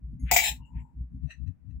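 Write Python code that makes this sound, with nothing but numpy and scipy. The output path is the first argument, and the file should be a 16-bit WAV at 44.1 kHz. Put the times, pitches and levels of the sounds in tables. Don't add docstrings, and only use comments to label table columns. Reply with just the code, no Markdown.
import sys
import numpy as np
from scipy import signal
from scipy.fft import rfft, irfft, next_fast_len
from scipy.io import wavfile

SR = 44100
rng = np.random.default_rng(int(sys.argv[2]) if len(sys.argv) > 2 else 0)


def generate_wav(sig):
    pcm = np.round(np.clip(np.atleast_2d(sig).T, -1, 1) * 32767).astype(np.int16)
    wavfile.write(sys.argv[1], SR, pcm)


N = 79380

# hz, level_db
AIR_SPECTRUM = [(60, 22.5), (240, 21), (380, 1.5), (2400, -13), (3200, -24), (15000, -30)]
AIR_DB = -64

# hz, level_db
RUMBLE_SPECTRUM = [(20, -16.5), (62, 5), (85, -3.5), (128, 5.5), (170, 2), (220, -11), (257, -2.5),
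                   (290, -15.5), (370, -39.5), (900, -70)]
# pitch_hz, level_db, t60_s
TABLE_MODES = [(59.8, 3, 0.24), (126.4, -24, 0.061), (176.4, -15.5, 0.094), (237, -26.5, 0.043)]
# start_s, boom_db, rumble_db
NUDGES = [(0.048, -33, -51), (0.134, -35, -39.5), (0.239, -24, -37.5), (0.336, -35, -44.5),
          (0.411, -39.5, -55), (0.513, -34.5, -47.5), (.607, -43, -45.5), (.762, -30, -38.5),
          (0.827, -52, -49.5), (0.967, -39, -50), (1.012, -30, -47), (1.158, -35.5, -39.5),
          (1.764, -36, -52)]
NUDGE_RISE_S, NUDGE_BALANCE_DB = 0.012, 1.5
RUMBLE_HALF_S, RUMBLE_BALANCE_DB, RUMBLE_ALIKE = 0.023, 4.5, 0.65

# centre_s, level_db, pitch_hz, half_length_s
PUFFS = [(1.25, -21, 67.2, 0.013), (1.432, -28, 66.3, 0.024), (1.488, -24.5, 91, 0.014),
         (1.695, -34.5, 96.6, 0.019), (1.765, -34.5, 68.8, 0.055)]
PUFF_RIGHT_DB, PUFF_RUMBLE_DB = -24.5, -9.5

# centre_s, half_length_s,
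# level_db, pitch_hz, width_octaves
NOISE_SWELLS = [(0.302, 0.028, -51.5, 2077, 0.39), (0.61, 0.028, -69.5, 922, 0.13),
                (0.654, 0.034, -72, 2830, 0.049), (0.787, 0.11, -68.5, 909, 0.11),
                (0.787, 0.032, -69.5, 2190, 0.28), (1.295, 0.022, -68.5, 650.6, 0.114)]
NOISE_SWELL_BALANCE_DB = 19.5

# start_s, level_db
CLINKS = [(1.31, -45.5), (1.477, -71), (1.707, -77)]
# pitch_hz, level_db
PLATE_MODES = [(1340, -19), (1840, 3), (2660, 3), (3994, -5.5), (4350, -20.5), (6050, -7.5), (7700, -16),
               (9750, -27), (15000, -29)]
PLATE_WIDTH_HZ, PLATE_BALANCE_DB = 110, 5.5
CLINK_RISE_S, CLINK_T60_S = 0.0054, 0.14
LEAD_DB, LEAD_RISE_S = -16.5, 0.024

# pitch_hz, level_db
OPEN_TONGS_MODES = [(2099, -5), (6632, 3.5), (10535, 6.5), (15229, -8)]
TICK_S, TICK_DB, OPEN_T60_S = 0.196, -64, 0.39
# start_s, level_db
TINKLES = [(0.651, -78.5), (0.794, -76.5)]
TINKLE_RISE_S, TINKLE_T60_S = 0.0053, 0.34

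# centre_hz, width_hz, level_db
SCRAPE_CLUSTERS = [(800, 108, 3.5), (1850, 160, 4), (2680, 320, 6), (3450, 360, 1.5), (4078, 250, 2),
                   (5135, 93, 1.5), (6070, 170, 2.5), (7490, 380, 6.5), (8700, 149, -6), (9700, 100, 0.5),
                   (10650, 210, -1.5), (12400, 300, -0.5), (14300, 430, -3), (15250, 330, -7)]
# hz, left_minus_right_db
SCRAPE_BALANCE = [(750, 14.5), (2300, 6), (3500, 4.5), (15000, 1)]
SCRAPE_START_S, SCRAPE_PEAK_S, SCRAPE_END_S, SCRAPE_DB = 0.41, 0.458, 0.49, -26
SCRAPE_RISE_DB, SCRAPE_FALL_DB_PER_S = 10, 428.5
SLIPS_PER_S, SLIP_SCATTER, SLIP_T60_S = 1900, 0.15, 0.092

# start_s, pan_low_db, pan_ring_db, tongs_ring_db, crack_db
CLASHES = [(0.3123, -20.5, -23, -28, -15), (0.3162, -35, -41.5, -32.5, -27.5),
           (0.3372, -33.5, -40.5, -23.5, -24), (0.3622, -20.5, -19, -29, -13.5),
           (0.3660, -48, -28.5, -37, -21), (0.3873, -48, -23, -41.5, -31.5), (0.4015, -53.5, -27, -35, -39),
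           (0.4375, -48, -31, -31, -58.5)]
# pitch_hz, level_db
PAN_LOW_MODES = [(677, -2), (723, 3.5), (763, -5), (867, -2.5)]
# pitch_hz, level_db
PAN_RING_MODES = [(2003, -3), (2229, 0.5), (2272, -1.5), (2309, -3), (2455, -9), (2761, -6.5),
                  (3949, -14.5), (4876, -12), (5163, -12.5), (6005, -13.5)]
# pitch_hz, level_db
TONGS_MODES = [(7063, 0.5), (7172, 4.5), (7298, -0.5), (7536, -1.5), (7682, -1), (7994, 0.5), (10724, -9),
               (11806, -11.5), (12791, -8), (14730, -7), (15450, -7)]
# hz, level_db
CRACK_SPECTRUM = [(200, -13), (480, -16), (750, 13), (1200, -12.5), (2200, 1.5), (3300, -2), (5500, -5.5),
                  (7500, 7), (8800, -13), (12500, -2.5), (15000, -0.5)]
# hz, left_minus_right_db
STEEL_BALANCE = [(300, 8), (700, 3), (1300, 6), (2300, 15), (4000, 0.5), (7500, 3), (15000, 1.5)]
LOW_T60_S, PAN_T60_S, TONGS_T60_S = 0.078, 0.093, 0.12
CRACK_T60_S, SHIMMER_T60_S, SHIMMER_DB = 0.011, 0.22, -3
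ATTACK_S, CONTACT_S = 0.00081, 0.00079
PHASE_SPREAD_RAD, PHASE_HZ = 1, 2000
LOWEST_OVERTONE_HZ, HIGHEST_OVERTONE_HZ, OVERTONE_SPREAD_DB = 1400, 16000, 2
STEEL_LOW_CUT_HZ = 560

GRIP_S, GRIP_DB_PER_S = 0.581, 227
TOP_HZ = 15750


def amp(db):
    return 10 ** (np.asarray(db) / 20)


def unit(x):
    return x / np.sqrt(np.mean(x ** 2) + 1e-20)


def along(points, hz):
    point_hz, value = np.transpose(points)
    return np.interp(np.log(hz + 1), np.log(point_hz + 1), value)


def since(s):
    return np.maximum(np.arange(N) / SR - s, 0)


def lead_in(s, rise_s):
    return np.exp(np.minimum(np.arange(N) / SR - s, 0) / rise_s)


def onset(s, attack_s=ATTACK_S):
    return 1 - np.exp(-since(s) / attack_s)


def swell(s, half_s):
    return 1 / np.cosh(np.clip((np.arange(N) / SR - s) / half_s, -20, 20))


def sides(balance_db):
    return amp(np.array([[0.5], [-0.5]]) * balance_db)


def filtered(x, response):
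    size = next_fast_len(N + SR // 4)
    spectrum = rfft(x, size) * response(np.fft.rfftfreq(size, 1 / SR))
    return irfft(spectrum, size)[..., :N]


def noise(response, alike):
    shared, opposed = rng.standard_normal((2, N))
    angle = np.arccos(np.clip(alike, -1, 1)) / 2
    stereo = np.cos(angle) * shared + np.sin(angle) * opposed * np.array([[1], [-1]])
    return unit(filtered(stereo, response))


def ring(modes, t60, s, attack_s=ATTACK_S):
    t, out = np.arange(SR // 3) / SR, np.zeros((2, N))
    top_db = max(db for _, db in modes)
    for hz, db in modes:
        lag = rng.normal(0, PHASE_SPREAD_RAD) * np.sqrt(hz / PHASE_HZ) * np.array([[0.5], [-0.5]])
        level = amp(db - top_db + rng.normal(0, 1))
        tone = sides(along(STEEL_BALANCE, hz)) * level * np.sin(2 * np.pi * hz * t + lag)
        out[:, round(s * SR):][:, :len(t)] += tone
    return out * amp(-60 * since(s) / t60) * onset(s, attack_s)


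def overtones(count=300):
    t = np.arange(SR // 4) / SR
    hz = np.linspace(LOWEST_OVERTONE_HZ, HIGHEST_OVERTONE_HZ, count)
    hz = hz + (hz[1] - hz[0]) * rng.uniform(-0.79, 0.56, count)
    size = amp(OVERTONE_SPREAD_DB * rng.standard_normal((2, count, 1)))
    phase = rng.random((2, count, 1))
    crowd = unit((size * np.sin(2 * np.pi * (hz[:, None] * t + phase))).sum(axis=1))
    low_pass = signal.butter(4, LOWEST_OVERTONE_HZ, fs=SR, output="sos")
    return crowd + signal.sosfilt(low_pass, rng.standard_normal(crowd.shape))


def wake(force, crowd, t60, colour, balance):
    answer = crowd * amp(-60 * np.arange(crowd.shape[1]) / SR / t60)
    sound = signal.fftconvolve(force[None], answer, axes=1)[:, :N]
    return filtered(sound, lambda hz: colour(hz) * sides(along(balance, hz)))


def room():
    return amp(AIR_DB) * noise(lambda hz: amp(along(AIR_SPECTRUM, hz)), alike=0.13)


def rumble():
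    return noise(lambda hz: amp(along(RUMBLE_SPECTRUM, hz)), RUMBLE_ALIKE)


def table():
    t, booms = np.arange(N) / SR, np.zeros(N)
    for s, boom_db, _ in NUDGES:
        for hz, mode_db, t60 in TABLE_MODES:
            envelope = amp(boom_db + mode_db - 60 * since(s) / t60) * lead_in(s, NUDGE_RISE_S)
            booms += envelope * np.sin(2 * np.pi * (hz * t + rng.random()))
    booms = filtered(booms, lambda hz: 1 / (1 + (hz / 330) ** 10))
    effort = sum(amp(db) * swell(s, RUMBLE_HALF_S) for s, _, db in NUDGES)
    return sides(NUDGE_BALANCE_DB) * booms + sides(RUMBLE_BALANCE_DB) * effort * rumble()


def puffs():
    t, flutter = np.arange(N) / SR, amp(PUFF_RUMBLE_DB) * rumble()
    air = sum(amp(db) * swell(s, half_s) * (np.cos(2 * np.pi * hz * (t - s)) + flutter)
              for s, db, hz, half_s in PUFFS)
    return air * np.array([[1], [amp(PUFF_RIGHT_DB)]])


def noise_swells():
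    t, out = np.arange(N) / SR, np.zeros((2, N))
    for s, half_s, db, hz, width in NOISE_SWELLS:
        band = noise(lambda f: np.exp(-0.5 * (np.log2((f + 1) / hz) / width) ** 2), alike=0.13)
        out += amp(db) * np.exp(-((t - s) / half_s) ** 2) * band
    return sides(NOISE_SWELL_BALANCE_DB) * out


def plate():
    def resonances(f):
        peaks = [amp(db) / (1 + ((f - hz) / PLATE_WIDTH_HZ) ** 2) for hz, db in PLATE_MODES]
        return np.sqrt(sum(peak ** 2 for peak in peaks))

    steel = noise(resonances, alike=0.21)
    level = np.zeros(N)
    for s, db in CLINKS:
        rise = lead_in(s, CLINK_RISE_S) + amp(LEAD_DB) * lead_in(s, LEAD_RISE_S)
        level += rise * amp(db - 60 * since(s) / CLINK_T60_S)
    return sides(PLATE_BALANCE_DB) * steel * level


def tinkles():
    tick = amp(TICK_DB) * ring(OPEN_TONGS_MODES, OPEN_T60_S, TICK_S)
    grazes = sum(amp(db) * ring(TONGS_MODES, TINKLE_T60_S, s, TINKLE_RISE_S) for s, db in TINKLES)
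    return tick + grazes


def scrape(crowd):
    def clusters(f):
        return sum(amp(db) * np.exp(-0.5 * ((f - hz) / width) ** 2) for hz, width, db in SCRAPE_CLUSTERS)

    t = np.arange(N) / SR
    slips = (rng.random(N) < SLIPS_PER_S / SR) * np.exp(SLIP_SCATTER * rng.standard_normal(N))
    grit = unit(wake(slips, crowd, SLIP_T60_S, clusters, SCRAPE_BALANCE))
    rise_db = SCRAPE_RISE_DB * np.minimum((t - SCRAPE_PEAK_S) / (SCRAPE_PEAK_S - SCRAPE_START_S), 0)
    fall_db = SCRAPE_FALL_DB_PER_S * since(SCRAPE_END_S)
    return grit * amp(SCRAPE_DB + rise_db - fall_db) * onset(SCRAPE_START_S)


def cracks(crowd):
    def envelope(s, decay_db_per_s):
        return onset(s) * amp(-decay_db_per_s * since(s))

    def colour(hz):
        return amp(along(CRACK_SPECTRUM, hz))

    snap, force = np.zeros(N), np.zeros(N)
    for s, *_, db in CLASHES:
        snap += amp(db) * envelope(s, 60 / CRACK_T60_S)
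        push = rng.standard_normal(N) * envelope(s, 10 / CONTACT_S)
        force += amp(db) * push / np.linalg.norm(push)
    snap = snap * noise(lambda hz: colour(hz) * sides(along(STEEL_BALANCE, hz)), alike=0.16)
    return snap + amp(SHIMMER_DB) * wake(force, crowd, SHIMMER_T60_S, colour, STEEL_BALANCE)


def clashes():
    rings = np.zeros((2, N))
    for s, low_db, pan_db, tongs_db, _ in CLASHES:
        rings += amp(low_db) * ring(PAN_LOW_MODES, LOW_T60_S, s)
        rings += amp(pan_db) * ring(PAN_RING_MODES, PAN_T60_S, s)
        rings += amp(tongs_db) * ring(TONGS_MODES, TONGS_T60_S, s)
    high_pass = signal.butter(6, STEEL_LOW_CUT_HZ, "high", fs=SR, output="sos")
    return signal.sosfilt(high_pass, rings)


def scene():
    background = room() + table() + puffs()
    soft_layers = noise_swells() + plate() + tinkles()
    crowd = overtones()
    steel = scrape(crowd) + cracks(crowd) + clashes()
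    return background + soft_layers + steel * amp(-GRIP_DB_PER_S * since(GRIP_S))


def record(dry):
    return filtered(dry, lambda hz: 1 / np.sqrt(1 + (hz / TOP_HZ) ** 160))


dry = scene()
out = record(dry)
generate_wav(out)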